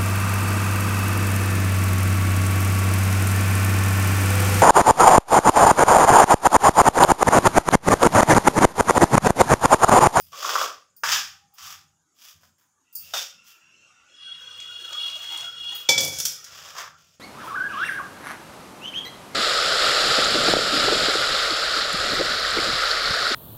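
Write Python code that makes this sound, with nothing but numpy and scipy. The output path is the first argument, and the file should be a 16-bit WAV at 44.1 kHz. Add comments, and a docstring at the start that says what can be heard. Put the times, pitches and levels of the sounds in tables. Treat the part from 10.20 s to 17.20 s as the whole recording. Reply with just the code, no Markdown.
"""Hot water into a bowl of flour

A steel ladle scrapes through flour in a metal bowl, close by, in a small kitchen.
Hot water runs from a kettle, whose hollow sings with the stream, and splashes softly into the flour.
The kettle is set down with a loud ringing knock and a rattle, and the ladle digs in again."""
import sys
import numpy as np
from scipy import signal
from scipy.fft import rfft, irfft, next_fast_len
from scipy.io import wavfile
from scipy.ndimage import uniform_filter1d

SR = 44100
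rng = np.random.default_rng(int(sys.argv[2]) if len(sys.argv) > 2 else 0)


def generate_wav(signal):
    """Clip the signal to [-1, 1] and save it as 16-bit WAV at the path in sys.argv[1]."""
    frames = np.transpose(np.atleast_2d(signal))
    scaled = np.clip(frames, -1, 1) * 32767
    pcm = np.round(scaled).astype(np.int16)
    wavfile.write(sys.argv[1], SR, pcm)


N = 308611
TIME = np.arange(N) / SR

# tone of the flour-damped bowl: freq_hz, level_db
BOWL_SPECTRUM = [(40, -50.5), (100, -42), (220, -39), (400, -18.5), (540, -11.5), (850, -7), (1150, 5.5),
                 (1600, 1), (2100, -7), (3400, -1.5), (4150, -11), (5100, 0), (6800, -5), (9200, -21),
                 (15000, -14.5)]
# envelope of the water landing in the flour: time_s, level_db
POUR = [(4.08, -72.5), (4.38, -58), (4.56, -58), (4.75, -50.5), (5.03, -48), (5.2, -43), (5.33, -59.5),
        (5.55, -47), (5.68, -63)]
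POUR_START_S, POUR_END_S = POUR[0][0], POUR[-1][0]


def amp(db):
    """Decibels to gain."""
    return 10 ** (np.asarray(db) / 20)


def unit(x):
    """Scales to rms 1."""
    return x / np.sqrt(np.mean(x ** 2) + 1e-20)


def value_at(points, hz):
    """Reads (freq_hz, value) points on a log-frequency axis."""
    freqs, values = np.transpose(points)
    return np.interp(np.log(hz + 1), np.log(freqs + 1), values)


def add(mix, start_s, sound):
    """Drops a sound into the mix."""
    part = mix[max(round(start_s * SR), 0):][:len(sound)]
    part += sound[:len(part)]


def colour(x, spectrum):
    """Equalises x with a spectrum, at rms 1."""
    gain = amp(value_at(spectrum, np.fft.rfftfreq(len(x), 1 / SR)))
    return unit(irfft(rfft(x) * gain, len(x)))


def noise(spectrum, size=N):
    """Noise of a given spectrum, at rms 1."""
    return colour(rng.standard_normal(next_fast_len(size)), spectrum)[:size]


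def band(x, low_hz, high_hz):
    """Band-pass with soft edges."""
    size = next_fast_len(len(x))
    hz = np.fft.rfftfreq(size, 1 / SR) + 1
    return irfft(rfft(x, size) / (1 + (low_hz / hz) ** 10) / (1 + (hz / high_hz) ** 10), size)[:len(x)]


def resonate(x, hz, width_hz):
    """A resonance of gain 1 that may follow a pitch curve."""
    turn = np.exp(2j * np.pi * np.cumsum(hz * np.ones(N)) / SR)
    pole = np.exp(-np.pi * width_hz / SR)
    return 2 * (turn * signal.lfilter([1 - pole], [1, -pole], x / turn + 1e-18)).real


def ring(modes, t):
    """Decaying sines after one blow."""
    return sum(amp(db - 60 * t / t60) * np.sin(2 * np.pi * hz * t) for hz, db, t60 in modes)


def wander(per_s):
    """A slow random curve of rms 1."""
    knots = np.arange(0, TIME[-1] + 1, 1 / per_s)
    return unit(np.interp(TIME, knots, rng.standard_normal(N)[:len(knots)]))


def envelope(points):
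    """Gain curve through (time_s, level_db) points, fading to silence outside them."""
    times, db = np.transpose(points)
    gate = np.interp(TIME, [times[0] - 0.006, times[0], times[-1], times[-1] + 0.035], [0, 1, 1, 0])
    return amp(np.interp(TIME, times, db)) * gate


def held(start_s, hold_s, db, rise_s, fade_db_per_s):
    """Gain curve that rises, holds and fades evenly."""
    fading_s = np.maximum(TIME - start_s - rise_s - hold_s, 0)
    return np.clip((TIME - start_s) / rise_s, 0, 1) * amp(db - fade_db_per_s * fading_s)


def grains(per_s, spread_db):
    """Random clicks of uneven size."""
    sizes = rng.standard_normal(N) * amp(spread_db * np.minimum(rng.exponential(1, N), 4))
    return unit(sizes * (rng.random(N) < per_s / SR))


def patchy(x, spread_db):
    """Lets narrow bands swell and fade on their own, about 130 Hz by 80 ms at a time."""
    frames = signal.stft(x, nperseg=1024, noverlap=768)[2]
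    swells = uniform_filter1d(rng.standard_normal(frames.shape), size=14, axis=1)
    patches = unit(uniform_filter1d(swells, size=3, axis=0))
    return unit(signal.istft(frames * amp(spread_db * patches), nperseg=1024, noverlap=768)[1][:N])


def in_flour(sound, force, drag, depth, low_hz=680, high_hz=2100):
    """Three-band balance: force sets the hiss, drag the mids and depth in the flour the bass."""
    bass, mids = band(sound, 0.86, low_hz), band(sound, low_hz, high_hz)
    hiss = sound - bass - mids
    return (force * hiss / band(sound, 3000, 8000).std()
            + drag * mids / band(sound, 900, 1800).std()
            + depth * bass / band(sound, 250, 600).std())


def room_tone():
    """A very quiet, gently shifting bed of noise."""
    # the bed's tone: freq_hz, level_db
    spectrum = [(30, -13.5), (90, 2), (200, 4), (450, -10.5), (800, -6), (1300, -2.5), (2000, -15),
                (4200, -17), (5200, -15), (6700, 2), (8000, -10.5), (10000, -15.5), (15000, -26.5)]
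    return amp(-71) * patchy(noise(spectrum), spread_db=5.5)


def kitchen_reverb(x, gap_s=0.0035):
    """Dense reflections from hard walls, each band dying at its own speed."""
    # the room's decay: freq_hz, t60_s
    decay = [(100, 0.64), (500, 0.21), (1500, 0.33), (5000, 0.35), (9000, 0.27), (15000, 0.27)]
    hz, t, frames = signal.stft(rng.standard_normal(SR), SR, nperseg=256)
    tail = signal.istft(frames * amp(-60 * t / value_at(decay, hz)[:, None]), SR, nperseg=256)[1]
    tail *= np.clip(np.arange(len(tail)) / SR / gap_s - 1, 0, 1)
    return signal.fftconvolve(x, tail / np.linalg.norm(tail))[:N]


def counter_rumble():
    """Low rumble through the counter as the bowl is nudged, water runs in and the kettle lands."""
    # low bumps and the kettle's boom: start_s, hold_s, level_db
    bumps = [(0, 0.034, -61), (.25, 0.15, -65.5), (.83, 0.08, -51.5), (1.39, 0.14, -60),
             (2.13, 0.062, -63.5), (2.75, 0.038, -60), (5.2, 0.12, -64), (5.72, 0.15, -41),
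             (6.3, 0.48, -61)]
    # tone of the rumble: freq_hz, level_db
    spectrum = [(25, -23), (50, -17.5), (72, -7.5), (88, 3), (120, -13.5), (152, 1), (185, -15),
                (215, -13.5), (350, -25), (900, -55.5)]
    stream = (POUR_START_S, POUR_END_S - POUR_START_S, -66)
    gain = sum(held(*event, rise_s=0.028, fade_db_per_s=69) for event in bumps + [stream])
    return amp(-4.5) * gain * noise(spectrum)


def aftertone():
    """A faint tone lingers after the hardest stroke."""
    # one narrow peak: freq_hz, level_db
    spectrum = [(600, -67), (770, -7), (808, 3.5), (850, -20.5), (1050, -69)]
    return held(start_s=0.96, hold_s=0.55, db=-71, rise_s=0.057, fade_db_per_s=77.5) * noise(spectrum)


def soft_hiss(hz=2710, width_hz=230):
    """A soft, wavering band of hiss, heard until the water runs."""
    hiss = resonate(resonate(rng.standard_normal(N), hz, width_hz), hz, width_hz)
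    gain = held(start_s=2.634, hold_s=1.4, db=-62, rise_s=0.2, fade_db_per_s=157)
    return gain * unit(hiss * amp(3.3 * wander(per_s=20)))


def simmer():
    """Hot water seethes quietly in the kettle."""
    # the simmer's envelope: time_s, level_db
    swell = [(2.6, -81), (2.9, -66), (3.85, -61), (4.2, -54), (6.2, -52), (7, -77.5)]
    # its tone: freq_hz, level_db
    spectrum = [(200, -16.5), (560, -15), (900, -18), (1200, -9.5), (1400, 4), (1600, -9), (2150, -10.5),
                (3100, -10), (4500, -20), (5600, -8.5), (7400, -14), (10000, -44.5)]
    return envelope(swell) * patchy(noise(spectrum), spread_db=6.5)


def kettle_song(steadiness=0.37):
    """The stream at the spout excites narrow air resonances of the kettle's hollow."""
    # air resonances: pitch_hz, width_hz, level_db
    hollow = [(2400, 31, -36), (2848, 26, -8), (3330, 28.3, -0.5), (3790, 30, -20), (4290, 24, -17.5),
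              (4780, 28, -27.5), (5220, 56, -24.5), (5750, 54, -27.5), (8530, 70, -30), (9000, 70, -31.5),
              (9610, 70, -32)]
    # the song's envelope: time_s, level_db
    swell = [(3.89, -65), (3.95, -54), (4.05, -40.5), (4.12, -39), (4.19, -44), (4.76, -35.5), (4.8, -30),
             (4.88, -28), (4.91, -34.5), (4.96, -33), (5.0, -39.5), (5.11, -33), (5.26, -34.5),
             (5.32, -42.5), (5.5, -30), (5.68, -44)]
    size = next_fast_len(N)
    hz = np.fft.rfftfreq(size, 1 / SR)
    peaks = sum(amp(db) / np.sqrt(width) / (1 + ((hz - pitch) / width) ** 2)
                for pitch, width, db in hollow)
    air = np.fft.ifft(peaks * rfft(rng.standard_normal(size)), size)[:N]
    loudness = np.sqrt(uniform_filter1d(abs(air) ** 2, size=1200))
    evened = unit(air.real / loudness ** steadiness)  # a steady stream feeds them evenly
    return amp(0.34) * envelope(swell) * evened


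def gurgles(per_pitch=24, cycles=16, glide=0.071, spread_db=4):
    """Air pockets of many sizes ring briefly in the puddle, rising a little in pitch."""
    out = np.zeros(N)
    for hz in np.geomspace(330, 2100, num=22):
        age = np.arange(int(4 * cycles * SR / hz)) * hz / SR / cycles
        chirp = np.sin(2 * np.pi * cycles * age * (1 + glide * age / 2))
        bubble = chirp * np.exp(-2 * age) * (1 - np.exp(-20 * age))
        for when, chance in rng.random((per_pitch, 2)):
            add(out, when * TIME[-1], amp(spread_db * min(-np.log(chance), 3)) * bubble)
    return unit(out)


def splashes():
    """Water patters into soft flour and gurgles in the puddle; a few drops stand out."""
    # tone of the splash: freq_hz, level_db
    spectrum = [(100, -45.5), (300, -24.5), (480, 9), (750, -1.5), (1350, 11.5), (1900, 1.5), (2600, 9),
                (4500, -7.5), (5500, -2.5), (7000, -2.5), (8500, -13), (11500, -17), (15000, -9)]
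    # single drops and gulps: start_s, level_db, band_hz, t60_s
    drops = [(4.401, -36.5, 5200, 0.036), (4.73, -30.5, 4700, 0.031), (4.9, -32.5, 4260, 0.036),
             (5.045, -30, 3540, 0.0084), (5.147, -42, 1400, 0.04), (5.175, -33, 7100, 0.024),
             (5.209, -35, 5200, 0.019), (5.228, -44, 1320, 0.057)]
    patter = grains(per_s=950, spread_db=-1.5) * amp(2 * wander(per_s=61))
    spray = colour(patter, spectrum)
    body = band(spray, 1, 2100)
    puddle = patchy(body, spread_db=5.5) * body.std()
    landing = band(spray, 2680, SR) + amp(-1) * puddle + amp(-13) * gurgles()
    out = amp(-2.5) * envelope(POUR) * in_flour(landing, force=0.95, drag=amp(-2), depth=amp(-11))
    t = np.arange(SR // 8) / SR
    for start_s, db, hz, t60 in drops:
        splat = unit(band(rng.standard_normal(len(t)), hz / 2.3, hz * 1.56))
        add(out, start_s, amp(db - 60 * t / t60) * splat)
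    return out


def ladle_tinks(shimmer_t60_s=0.11, rise_s=0.0015):
    """Light touches ring only the steel's highest modes; laid against the wall, the ladle clinks."""
    # steel touches steel: start_s, level_db
    touches = [(.003, -39), (0.764, -43.5), (1.338, -49), (2.727, -43), (2.752, -23.5), (2.786, -50),
               (5.549, -31), (5.575, -49)]
    # their shimmer: freq_hz, level_db
    spectrum = [(4200, -37), (4900, -8), (5600, -15), (8200, -17.5), (9500, -7), (11500, -26),
                (13800, -9.5), (14700, 3.5), (15600, -3)]
    # their ring: pitch_hz, level_db, t60_s
    high_modes = [(4950, -19.5, 0.13), (12980, -18, .2), (14650, -6, .09)]
    # the ladle's own ring: pitch_hz, level_db, t60_s
    ladle_modes = [(3550, -5, 0.45), (3612, 7, 0.13), (5630, -4, 0.46), (6020, -18, 0.16)]
    out, t = np.zeros(N), np.arange(SR // 2) / SR
    attack = 1 - np.exp(-t / rise_s)
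    for (start_s, db), detune in zip(touches, rng.uniform(0.92, 1.015, len(touches))):
        shimmer = noise(spectrum, size=len(t)) * amp(-60 * t / shimmer_t60_s)
        add(out, start_s, amp(db) * attack * (shimmer + ring(high_modes, t * detune)))
    add(out, start_s=2.938, sound=amp(-32.5) * ring(ladle_modes, t))
    return out


def bowl_resonance(x, pocket_width_hz=220):
    """The bowl's narrow modes and the air pocket under the ladle colour the scrapes and digs."""
    # the air pocket changes as the ladle turns: time_s, pitch_hz, level_db
    pocket_path = [(0, 1160, 8.5), (.7, 1150, 2), (0.828, 1603, 5.5), (1.002, 1600, -22), (1.4, 1164, -0.5),
                   (3.0, 1360, -26), (6.6, 1140, -7.5)]
    # modes that stand out of the bowl's dense ring: pitch_hz, width_hz, level_db
    modes = [(554, 3.5, -1), (780, 5.7, -1.5), (1180, 5.5, -7.5), (1277, 16, -6.5), (1567, 6.7, -6),
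             (3390, 14, -2.5), (4700, 18, -3.5)]
    times, pocket_hz, pocket_db = np.transpose(pocket_path)
    pocket = resonate(x, np.interp(TIME, times, pocket_hz), pocket_width_hz)
    pocket *= amp(np.interp(TIME, times, pocket_db))
    metal = sum(amp(db) * signal.lfilter(*signal.iirpeak(hz, hz / width, SR), x)
                for hz, width, db in modes)
    return x - 0.76 * band(x, 900, 1600) + pocket + metal


def stroke_gains(bite_s=0.002, heap_db_per_s=19, heap_s=0.25, firm_db=-24.5, fizz_db_per_db=0.32):
    """The ladle bites, pushes and slows to rest; returns the gain curves force, drag, depth, fizz."""
    # ladle strokes: start_s, rise_s, hold_s, force_db, swell_db, drag_db, depth_db
    strokes = [(0, .07, .04, -60.5, 5.5, -21, -29.5), (0.118, .19, .13, -27.5, 25.5, -6.5, -12),
               (0.841, 0.085, 0.0088, -21.5, 10.5, 2.5, -29.5), (1.318, .15, 0.049, -38.5, 43, -4.5, -37),
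               (1.935, 0.13, 0.032, -46, 33, -7.5, -29), (2.207, 0.032, 0.011, -65.5, 8.5, -2.5, -10.5),
               (2.38, 0.022, .02, -69, 6.5, 4.5, -18), (2.788, 0.12, 0.065, -47, 18, -12, -21),
               (2.942, 0.044, 0.024, -29.5, 6, -15, -27), (3.231, 0.063, .02, -51.5, 21, -8, -45),
               (6.2, 0.2, 0.11, -42.5, 19, -2.5, -17.5), (6.546, 0.049, 0.0022, -35, 14, 6.5, -14),
               (6.777, .1, 0.066, -60.5, -4, -19, -16)]
    gains = np.zeros((4, N))
    for start_s, rise_s, hold_s, force_db, swell_db, drag_db, depth_db in strokes:
        rise_left = np.clip(1 - (TIME - start_s) / rise_s, 0, 1)
        force = held(start_s, rise_s + hold_s, force_db, bite_s, fade_db_per_s=192.5)
        force *= amp(-swell_db * rise_left ** 2)
        # flour heaps up ahead of the ladle, so drag and depth grow through the stroke
        heaped = force * amp(heap_db_per_s * np.clip(TIME - start_s - rise_s, -heap_s, heap_s))
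        # dry flour fizzes more under a lighter stroke; the fizz dies first as the ladle slows
        fizz_db = fizz_db_per_db * max(firm_db - force_db, 0) * (start_s < POUR_START_S)
        fizz = force * held(start_s, rise_s + hold_s, fizz_db, bite_s, fade_db_per_s=45)
        gains += [force, heaped * amp(drag_db), heaped * amp(depth_db), fizz]
    return gains


def ladle_scrapes(fizz_hz=9200):
    """Tiny slips of the ladle, bunched by stick and slip, excite the flour-damped bowl."""
    slips = grains(per_s=7000, spread_db=-0.5) * amp(1.1 * wander(per_s=130))
    scrape = colour(slips, BOWL_SPECTRUM)
    force, drag, depth, fizz = stroke_gains()
    top = band(scrape, fizz_hz, SR) / band(scrape, 3000, 8000).std()
    return amp(-5) * (in_flour(scrape, force, drag, depth) + (fizz - force) * top)


def ladle_digs(lowest_hz=400):
    """Blunt blows of the ladle: the bowl's dense modes die quickly under the flour."""
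    # blows through the flour: start_s, level_db, mids_db, bass_db, t60_s
    digs = [(0.129, -45, 3, 15.5, 0.22), (0.227, -29.5, 2, 1, .035), (0.246, -32.5, 12, 1.5, 0.064),
            (.292, -26.5, 5.5, 5.5, 0.098), (.355, -26.5, 16.5, 4, 0.044), (0.383, -33, 6.5, 11.5, 0.032),
            (0.414, -27, 9.5, 15.5, 0.057), (.8355, -23.5, 10.5, -9, 0.07), (.8432, -24, -8, -9, .012),
            (.918, -18.5, -8.5, -14.5, 0.32), (1.383, -42.5, -1.5, -21, 0.16),
            (2.003, -55, -17, -9.5, 0.042), (2.233, -53, 9, 2, 0.056), (2.937, -24, 5, 10.5, 0.15),
            (6.585, -33, 4, -8, 0.084)]
    out, t = np.zeros(N), np.arange(SR // 2) / SR
    for start_s, db, mids_db, bass_db, t60 in digs:
        body = noise(BOWL_SPECTRUM, size=len(t))
        body += (amp(mids_db) - 1) * band(body, 570, 1500) + (amp(bass_db) - 1) * band(body, 0.6, 670)
        add(out, start_s, amp(db - 60 * t / t60) * body)
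    return band(out, lowest_hz, SR)  # the blows carry no deep bass


def kettle_knocks(rise_s=0.0014, thud_t60_s=0.13, thud_fade_db_per_s=68, settle_s=5.776, choke_db=-9):
    """Each blow gives a clack, a thud of the counter and the shell's ring; returns (blows, ringing)."""
    # the kettle lands, rocks and rattles: start_s, level_db, edge_db, ring_db, clack_t60_s
    knocks = [(5.6885, -7.5, -6, -7.5, 0.023), (5.691, -8.5, 0, -3.5, 0.054), (5.778, -14, -3.5, -2, 0.097),
              (5.805, -21, 9, -41, 0.072), (5.831, -21.5, 2, -9.5, 0.1), (5.848, -24.5, 17, -8, 0.027),
              (5.875, -26, 8, -28, 0.062), (5.92, -34.5, 3.5, -9, 0.74), (5.985, -25.5, 9, -33, 0.066),
              (6.0, -16.5, 6.5, -20, 0.04), (6.052, -14.5, 7.5, -26.5, 0.056), (6.116, -36, 3, -33, 0.18),
              (6.242, -34, 3, -36, 0.05)]
    # tone of a blow: freq_hz, level_db
    spectrum = [(40, -37), (90, -17.5), (160, -5), (300, -6.5), (520, 1.5), (900, -6.5), (1200, -13),
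                (1600, -13), (2700, -12), (3400, -1), (3950, -8), (5500, 7.5), (7200, -1), (8800, -12),
                (15000, -12.5)]
    # the kettle's steel shell: pitch_hz, level_db, t60_s
    shell_modes = [(538, -19.5, 0.68), (1646, -36, 0.84), (2243, -13.5, 0.72), (2299, -5, 0.51),
                   (3440, 1.5, 0.14), (3367, -8.5, 0.76), (3460, -9, 0.4), (3466, -12, 0.6),
                   (4530, -13.5, 0.33), (5200, -37, 0.43), (5200, -26, .4), (5800, -24, .45),
                   (6540, -32, 0.6), (7280, -18, 0.27)]
    blows, ringing, t = np.zeros(N), np.zeros(N), np.arange(SR) / SR
    attack = 1 - np.exp(-t / rise_s)
    for start_s, db, edge_db, ring_db, t60 in knocks:
        body = noise(spectrum, size=len(t))
        lows, edge = band(body, 0.93, 1160), band(body, 8000, SR)
        clack = (body - lows + (amp(edge_db) - 1) * edge) * amp(db - 60 * t / t60)
        # the counter takes the kettle's weight, so each thud is weaker than the last
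        thud_db = -13.5 - thud_fade_db_per_s * (start_s - knocks[0][0])
        thud = lows * amp(thud_db - 60 * t / thud_t60_s)
        add(blows, start_s, attack * (clack + thud))
        add(ringing, start_s, amp(db + ring_db) * attack * ring(shell_modes, t))
    settled = np.clip((TIME - settle_s) / 0.01, 0, 1)  # dropping flat chokes the modes of the base
    return blows, ringing + (amp(choke_db * settled) - 1) * band(ringing, 1300, 3340)


def scene():
    """Ladle, water and kettle in the kitchen, over quiet room tone, in mono."""
    scrapes = bowl_resonance(ladle_scrapes())
    digs = bowl_resonance(ladle_digs())
    tinks = ladle_tinks()
    water = splashes() + simmer()
    blows, ringing = kettle_knocks()
    send = amp(-11) * scrapes + amp(-1.5) * digs + amp(-1) * tinks + amp(-2.5) * blows + amp(-3) * water
    reverb = kitchen_reverb(send)
    background = room_tone() + counter_rumble() + aftertone() + soft_hiss()
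    return (background + reverb + water + kettle_song() + scrapes + digs + tinks + blows + ringing)[None]


def record(dry, low_cut_hz=58, high_cut_hz=15750):
    """The small microphone loses the deepest bass; a steep low-pass trims the very top."""
    thin = signal.sosfilt(signal.butter(3, low_cut_hz, "highpass", fs=SR, output="sos"), dry)
    low_pass = signal.firwin(401, high_cut_hz, window=("kaiser", 8), fs=SR)
    return signal.oaconvolve(thin, low_pass[None], "same")


dry = scene()
out = record(dry)
generate_wav(out)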